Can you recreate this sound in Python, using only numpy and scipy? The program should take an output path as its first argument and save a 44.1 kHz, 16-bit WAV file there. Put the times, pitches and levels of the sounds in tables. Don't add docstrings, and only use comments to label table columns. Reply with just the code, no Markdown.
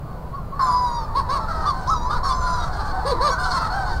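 import sys
import numpy as np
from scipy import signal
from scipy.fft import rfft, irfft, next_fast_len
from scipy.io import wavfile
from scipy.ndimage import map_coordinates

SR = 44100
rng = np.random.default_rng(int(sys.argv[2]) if len(sys.argv) > 2 else 0)


def materialize(psi):
    bounded = np.clip(np.atleast_2d(psi).T, -1, 1)
    quanta = np.round(bounded * 32767).astype(np.int16)
    wavfile.write(sys.argv[1], SR, quanta)


N = 176400

# (time [s], level [dB])
GUST_LEVELS = [(0, -38), (.6, -33), (1.2, -27), (1.8, -28), (2.3, -25), (2.7, -25.5), (3.2, -26),
               (3.6, -30.5), (4, -23)]
COLONY_LEVELS = [(0, -43), (.5, -44.5), (.7, -31.5), (1.1, -34.5), (1.5, -30), (2, -34), (2.6, -31),
                 (3.1, -29), (3.85, -28.5), (4, -35.5)]
# (frequency [Hz], relative level [dB])
GUST_SPECTRUM = [(8, 1), (17, 6), (28, 3), (68, 1), (100, -10), (200, -22.5), (600, -26), (3000, -72)]
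RUSH_SPECTRUM = [(20, 1), (90, -2.5), (155, -0.5), (210, -10), (320, -17.5), (650, -14), (1500, -33),
                 (4000, -51.5)]
HISS_SPECTRUM = [(1000, -6), (3000, 5.5), (8000, -13), (15000, 0)]
COLONY_SPECTRUM = [(300, -18.5), (600, -8), (800, -2), (1050, 2), (1400, -6.5), (1900, -21), (2900, -42),
                   (3700, -30.5), (4300, -21), (4800, -28), (6000, -38), (9000, -39.5), (12000, -53)]
CATCH_SPECTRUM = [(200, -22), (800, -4.5), (1200, 12.5), (1700, -3.5), (2600, -38), (4900, -10),
                  (6300, -50), (9000, -29), (13000, -39)]
# (start [s], length [s], first pitch [Hz],
# middle pitch [Hz], last pitch [Hz], low band level [dB], treble level [dB], roughness [held to 0.1-1])
YELPS = [(.325, 0.076, 1062, 1125, 1012, -32, -62, 0.25), (.518, 0.072, 1016, 1133, 1150, -31.5, -68, .2),
         (.655, 0.14, 1200, 1157, 1115, -26, -50.5, 0), (1.39, 0.071, 1426, 1340, 1230, -33, -51.5, 0.35),
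         (1.48, 0.055, 1275, 1367, 1250, -29.5, -61, 0.38),
         (1.595, .11, 1271, 1249, 1216, -29.5, -61, 0.51), (1.65, 0.073, 1055, 1190, 990, -21, -35, 0.3),
         (2.09, 0.07, 1040, 1235, 1137, -24, -41, 0.61), (2.275, 0.071, 1027, 1198, 1020, -27, -36, 0.23),
         (2.425, 0.081, 1527, 1440, 1284, -38.5, -62, 0.2), (3.125, 0.09, 1156, 977, 770, -32.5, -56, 0.37),
         (3.29, 0.063, 945, 1145, 940, -23.5, -34, 0.1), (3.31, .055, 1575, 1507, 1330, -29, -55, 0.42),
         (3.365, 0.067, 1444, 1560, 1365, -27.5, -51, 0.24),
         (3.415, 0.077, 1450, 1395, 1270, -27.5, -37.5, 0.54),
         (3.5, 0.098, 849, 1102, 884, -25, -33.5, 0.33), (3.615, 0.044, 1339, 1265, 1150, -30, -57, 0.36),
         (3.86, 0.093, 1106, 969, 843, -31.5, -44.5, 0.42)]
# (time [s], pitch [Hz], low band level [dB], treble level [dB])
WAILS = [
    [(.592, 1196, -13, -44), (.603, 1094, -15, -47), (.618, 1051, -17, -35), (.656, 1028, -18, -36.5),
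     (.724, 983.4, -24, -38), (.76, 996, -21, -40), (.84, 985, -23, -39.5), (.9, 961, -24.5, -42),
     (.985, 949, -24.5, -44.5), (1.055, 860, -33, -51.5)],
    [(1.87, 938, -29, -45), (1.899, 1127, -16, -38), (1.907, 1323, -18, -36), (1.938, 1270, -15.5, -35),
     (1.946, 1027, -26, -47), (1.965, 966, -29.5, -42), (2.005, 942, -33, -45.5), (2.08, 1018, -26.5, -46),
     (2.093, 1025, -32, -52)],
    [(2.23, 1091, -20.5, -44), (2.254, 1109, -28.5, -30), (2.322, 1021, -21, -42),
     (2.384, 1026, -23.5, -43), (2.47, 1012, -27, -43.5), (2.522, 1003, -25, -39), (2.638, 950, -32, -45.5),
     (2.69, 870, -48, -53)],
]
# (start [s], level [dB])
CATCHES = [(.592, -26), (2.245, -29)]
# (yelp columns, fundamental level [dB])
CROAKS = [(1.138, .085, 407, 555, 422, -20.5, -34, 0.52, -42),
          (1.277, 0.12, 463.6, 575.7, 481, -22, -34.5, 0.56, -38),
          (2.085, 0.12, 368.6, 500, 342, -30, -40, 0.87, -43.5),
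          (2.22, 0.11, 344, 546, 503, -33.5, -39.5, 0.56, -46),
          (2.77, 0.066, 392, 414, 400, -29.5, -42, 1.1, -47),
          (3.045, .098, 450, 577, 398, -26.5, -29, 0.6, -23),
          (3.125, .078, 433, 321, 429, -34, -54, 0.65, -37.5),
          (3.195, 0.12, 411, 603.3, 460, -21.5, -29, 0.48, -26.5)]
RASPS = [(1.47, .23, 680.4, 625, 606, -34, -47, 0.89, -52.5),
         (1.72, .18, 764, 771, 730, -45.5, -51, 0.9, -40.5),
         (2.4, .31, 730, 692, 629, -34.5, -45, 1.1, -47.5), (2.71, .23, 830, 804, 743, -42, -46, 1.06, -42),
         (2.925, 0.11, 774, 762, 744, -40.5, -54.5, 0.6, -28.5),
         (3.375, 0.17, 696, 745, 704, -31.5, -37.5, 0.33, -34.5),
         (3.49, .21, 746.4, 675.7, 626, -27, -38.5, 1.01, -38),
         (3.69, 0.17, 698, 787, 734, -32.5, -42.5, 0.49, -29.5),
         (3.84, 0.17, 703, 769, 743, -36.5, -44, 0.76, -37.5)]
# (frequency [Hz], relative gain [dB])
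YELP_THROAT = [(500, -9), (1000, 5), (1300, 3.5), (1600, -2), (2100, -20), (2800, -31), (3300, -22.5),
               (3550, -9.5), (4500, -2.5), (5600, -12.5), (7200, -24), (9000, -21.5), (11000, -34),
               (15000, -54)]
FIRST_WAIL_THROAT = [(500, -18), (1000, 18.5), (1350, -1.5), (1900, -16), (2900, -45), (3800, -8.5),
                     (4000, -27), (4200, -9), (5000, -11), (6000, -22.5), (7100, -24), (8000, -39),
                     (9900, -28.5), (11000, -45.5), (15000, -44)]
LATER_WAIL_THROAT = [(500, -16), (1000, 5), (1350, 0), (1900, -31.5), (2900, -48), (3850, -6.5),
                     (4100, -18), (4700, -12.5), (5500, -12), (6150, -14), (6700, -23), (7150, -17.5),
                     (7900, -38), (9100, -27.5), (10200, -33.5), (11000, -43), (15000, -46)]
CROAK_THROAT = [(250, -0.5), (500, 7), (750, -10), (950, .5), (1200, -0.5), (1650, -5), (1900, -19),
                (2200, -17), (2600, -26), (3300, -22), (3800, -12.5), (4350, -3), (5000, -17.5),
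                (5400, -12.5), (5800, -28), (6500, -22), (7200, -32.5), (9100, -20), (10300, -46),
                (12800, -34), (15000, -51)]
RASP_THROAT = [(400, -53), (750, -8), (1300, 12), (1600, 11.5), (2100, -14.5), (2800, -29), (3400, -21),
               (4130, -21), (4290, -3.5), (4470, -11.5), (5500, -22), (6300, -25), (7000, -29), (7700, -33),
               (8500, -24), (9300, -36.5), (15000, -46)]

TOP_HZ = 15750
WAVER_RATE, QUAVER_RATE, JITTER_RATE = 30, 110, 420
SHIMMER_RATE, FLUTTER_RATE, GRATE_RATE = 38, 116.6, 330


def amp(db):
    return 10 ** (np.asarray(db) / 20)


def unit(x):
    return x / np.sqrt(np.mean(x ** 2) + 1e-20)


def gain_at(spectrum, hz):
    knots_hz, db = np.transpose(spectrum)
    return amp(np.interp(np.log(hz + 1), np.log(knots_hz + 1), db))


def curves(rows, t):
    times, *columns = np.transpose(rows)
    return [np.interp(t, times, column) for column in columns]


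def wobble(rate, size):
    knots = rng.standard_normal(size // 16 + 8)
    return map_coordinates(knots, [np.arange(size) * rate / SR], mode="mirror")


def tremble(rate, n):
    return wobble(rate, SR // 2)[:n]


def filtered(x, response):
    size = next_fast_len(len(x) + 4096)
    return irfft(rfft(x, size) * response(np.fft.rfftfreq(size, 1 / SR)), size)[:len(x)]


def noise(spectrum):
    return unit(filtered(rng.standard_normal(N), lambda hz: gain_at(spectrum, hz)))


def add(out, start, x):
    part = out[max(0, round(start * SR)):][:len(x)]
    part += x[:len(part)]


def fade(t, attack_s, release_s):
    rise = np.sin(np.pi / 2 * np.clip(t / attack_s, 0, 1))
    return rise * np.sin(np.pi / 2 * np.clip((t[-1] - t) / release_s, 0, 1))


def wind(rush_db=-32.5, hiss_db=-62.5):
    level_db, = curves(GUST_LEVELS, np.arange(N) / SR)
    gusts = amp(level_db + 0.52 * wobble(8.5, N)) * noise(GUST_SPECTRUM)
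    return gusts + amp(rush_db) * noise(RUSH_SPECTRUM) + amp(hiss_db) * noise(HISS_SPECTRUM)


def colony(count=64, length_s=.2, low_hz=620, high_hz=1200, murmur_db=-2):
    cries = np.zeros(N)
    progress = np.linspace(0, 1, int(length_s * SR))
    arch = np.sin(np.pi * progress)
    for i, (delay, height) in enumerate(rng.random((count, 2))):
        contour = 1 + .1 * arch - .1 * progress + .014 * wobble(QUAVER_RATE, len(arch))
        pitch = low_hz * (high_hz / low_hz) ** height * contour
        phase = 2 * np.pi * np.cumsum(pitch) / SR
        cry = sum(np.cos(k * phase + k * k) for k in range(1, 13))
        add(cries, (i + delay) * N / SR / count - length_s / 2, cry * arch)
    voices = unit(filtered(cries, lambda hz: gain_at(COLONY_SPECTRUM, hz)))
    level_db, = curves(COLONY_LEVELS, np.arange(N) / SR)
    return amp(level_db) * unit(voices + amp(murmur_db) * noise(COLONY_SPECTRUM))


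def voice(pitch, throat, jitter, noise_db, split_hz, cracking, waver=.004, shimmer_db=4, grate_db=1.9):
    n = len(pitch)
    pitch = pitch * (1 + waver * tremble(WAVER_RATE, n))
    phase = 2 * np.pi * np.cumsum(pitch * (1 + jitter * tremble(JITTER_RATE, n))) / SR
    k = np.arange(1, int(TOP_HZ / pitch.mean()) + 1)[:, None]
    high = k[:, 0] * pitch.mean() > split_hz
    offsets = rng.uniform(0, 2 * np.pi, (64, 1))[:len(k)]
    knots = rng.standard_normal((64, 32))[:len(k)]
    shimmer = np.array([np.interp(np.arange(n) * SHIMMER_RATE / SR, np.arange(32), row) for row in knots])
    gains = gain_at(throat, k * pitch) * amp(shimmer_db * shimmer * high[:, None])
    partials = gains * np.cos(k * phase + offsets) * (k * pitch < SR / 2)
    puffs = rng.standard_normal(SR)[:n] * (1 + np.cos(phase))
    low_air = unit(filtered(puffs, lambda hz: gain_at(throat, hz) * (hz < split_hz)))
    high_air = unit(filtered(puffs, lambda hz: gain_at(throat, hz) * (hz >= split_hz)))
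    grating = amp(grate_db * tremble(GRATE_RATE, n))
    crack = 1 + cracking * np.cos(phase / 2)
    high_tone = unit(crack * grating * partials[high].sum(0))
    treble = unit(high_tone + amp(noise_db + 7) * high_air)
    return partials[0], partials[~high][1:].sum(0), amp(noise_db) * low_air, treble


def arched_calls(table, throat, attack_s, release_s, split_hz,
                 jitter, quaver, noise_db, flutter_db, cracking):
    out = np.zeros(N)
    for start, length, first_hz, middle_hz, last_hz, low_db, treble_db, rough, *fundamental_db in table:
        t = np.arange(int(length * SR)) / SR
        rough = np.clip(rough, .1, 1)
        place = 2 * t / length - 1
        bend = np.abs(place) ** 1.6
        pitch = middle_hz + (np.where(place < 0, first_hz, last_hz) - middle_hz) * bend
        pitch *= 1 + quaver * rough * tremble(QUAVER_RATE, len(t))
        fundamental, overtones, air, treble = voice(
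            pitch, throat, jitter * rough, noise_db + 20 * np.log10(rough), split_hz, cracking * rough)
        if fundamental_db:
            low = amp(fundamental_db[0]) * unit(fundamental) + amp(low_db) * unit(unit(overtones) + air)
        else:
            low = amp(low_db) * unit(unit(fundamental + overtones) + air)
        flutter = amp(flutter_db * rough * tremble(FLUTTER_RATE, len(t)))
        effort = fade(t, attack_s, release_s)
        swell = np.abs(effort) ** 1.4
        add(out, start, effort * (flutter * low + amp(treble_db) * np.sqrt(flutter) * swell * treble))
    return out


def yelps():
    return arched_calls(YELPS, YELP_THROAT, attack_s=.02, release_s=.02, split_hz=2000,
                        jitter=.02, quaver=.04, noise_db=-9, flutter_db=3, cracking=1)


def slope_echo(birds, level_db=-8, t60_s=.13, delay_s=.0082):
    t = np.arange(SR // 2) / SR
    tail = rng.standard_normal(len(t)) * amp(-60 * t / t60_s) * (t > delay_s)
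    return amp(level_db) * signal.fftconvolve(birds, tail / np.linalg.norm(tail))[:N]


def wails(full_break_hz_per_s=7000):
    out = np.zeros(N)
    for rows, throat in zip(WAILS, [FIRST_WAIL_THROAT, LATER_WAIL_THROAT, LATER_WAIL_THROAT]):
        start = rows[0][0]
        t = np.arange(int((rows[-1][0] - start) * SR)) / SR
        pitch, low_db, treble_db = curves(rows, start + t)
        breaking = np.minimum(np.abs(np.gradient(pitch)) * SR / full_break_hz_per_s, 1)
        fundamental, overtones, air, treble = voice(
            pitch, throat, jitter=.0026 + .007 * breaking,
            noise_db=-20, split_hz=2700, cracking=.6 * breaking)
        cry = amp(low_db) * (unit(fundamental + overtones) + air) + amp(treble_db) * treble
        add(out, start, cry * fade(t, attack_s=.005, release_s=.005))
    return out


def catches(attack_s=.0036, decay_s=.093):
    out = np.zeros(N)
    for start, db in CATCHES:
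        t = np.maximum(np.arange(N) / SR - start, 0)
        envelope = np.minimum(t / attack_s, 1) * np.exp(-t / decay_s)
        out += amp(db) * envelope * noise(CATCH_SPECTRUM)
    return out


def croaks():
    return arched_calls(CROAKS, CROAK_THROAT, attack_s=.035, release_s=.03, split_hz=1420,
                        jitter=.017, quaver=.025, noise_db=-13, flutter_db=3, cracking=.6)


def rasps():
    return arched_calls(RASPS, RASP_THROAT, attack_s=.025, release_s=.035, split_hz=2600,
                        jitter=.014, quaver=.03, noise_db=-9, flutter_db=2.8, cracking=.4)


def scene():
    birds = wails() + catches() + yelps() + croaks() + rasps()
    return (birds + slope_echo(birds) + colony() + wind())[None]


def record(dry):
    return np.array([filtered(x, lambda hz: hz < TOP_HZ) for x in dry])


dry = scene()
out = record(dry)
materialize(out)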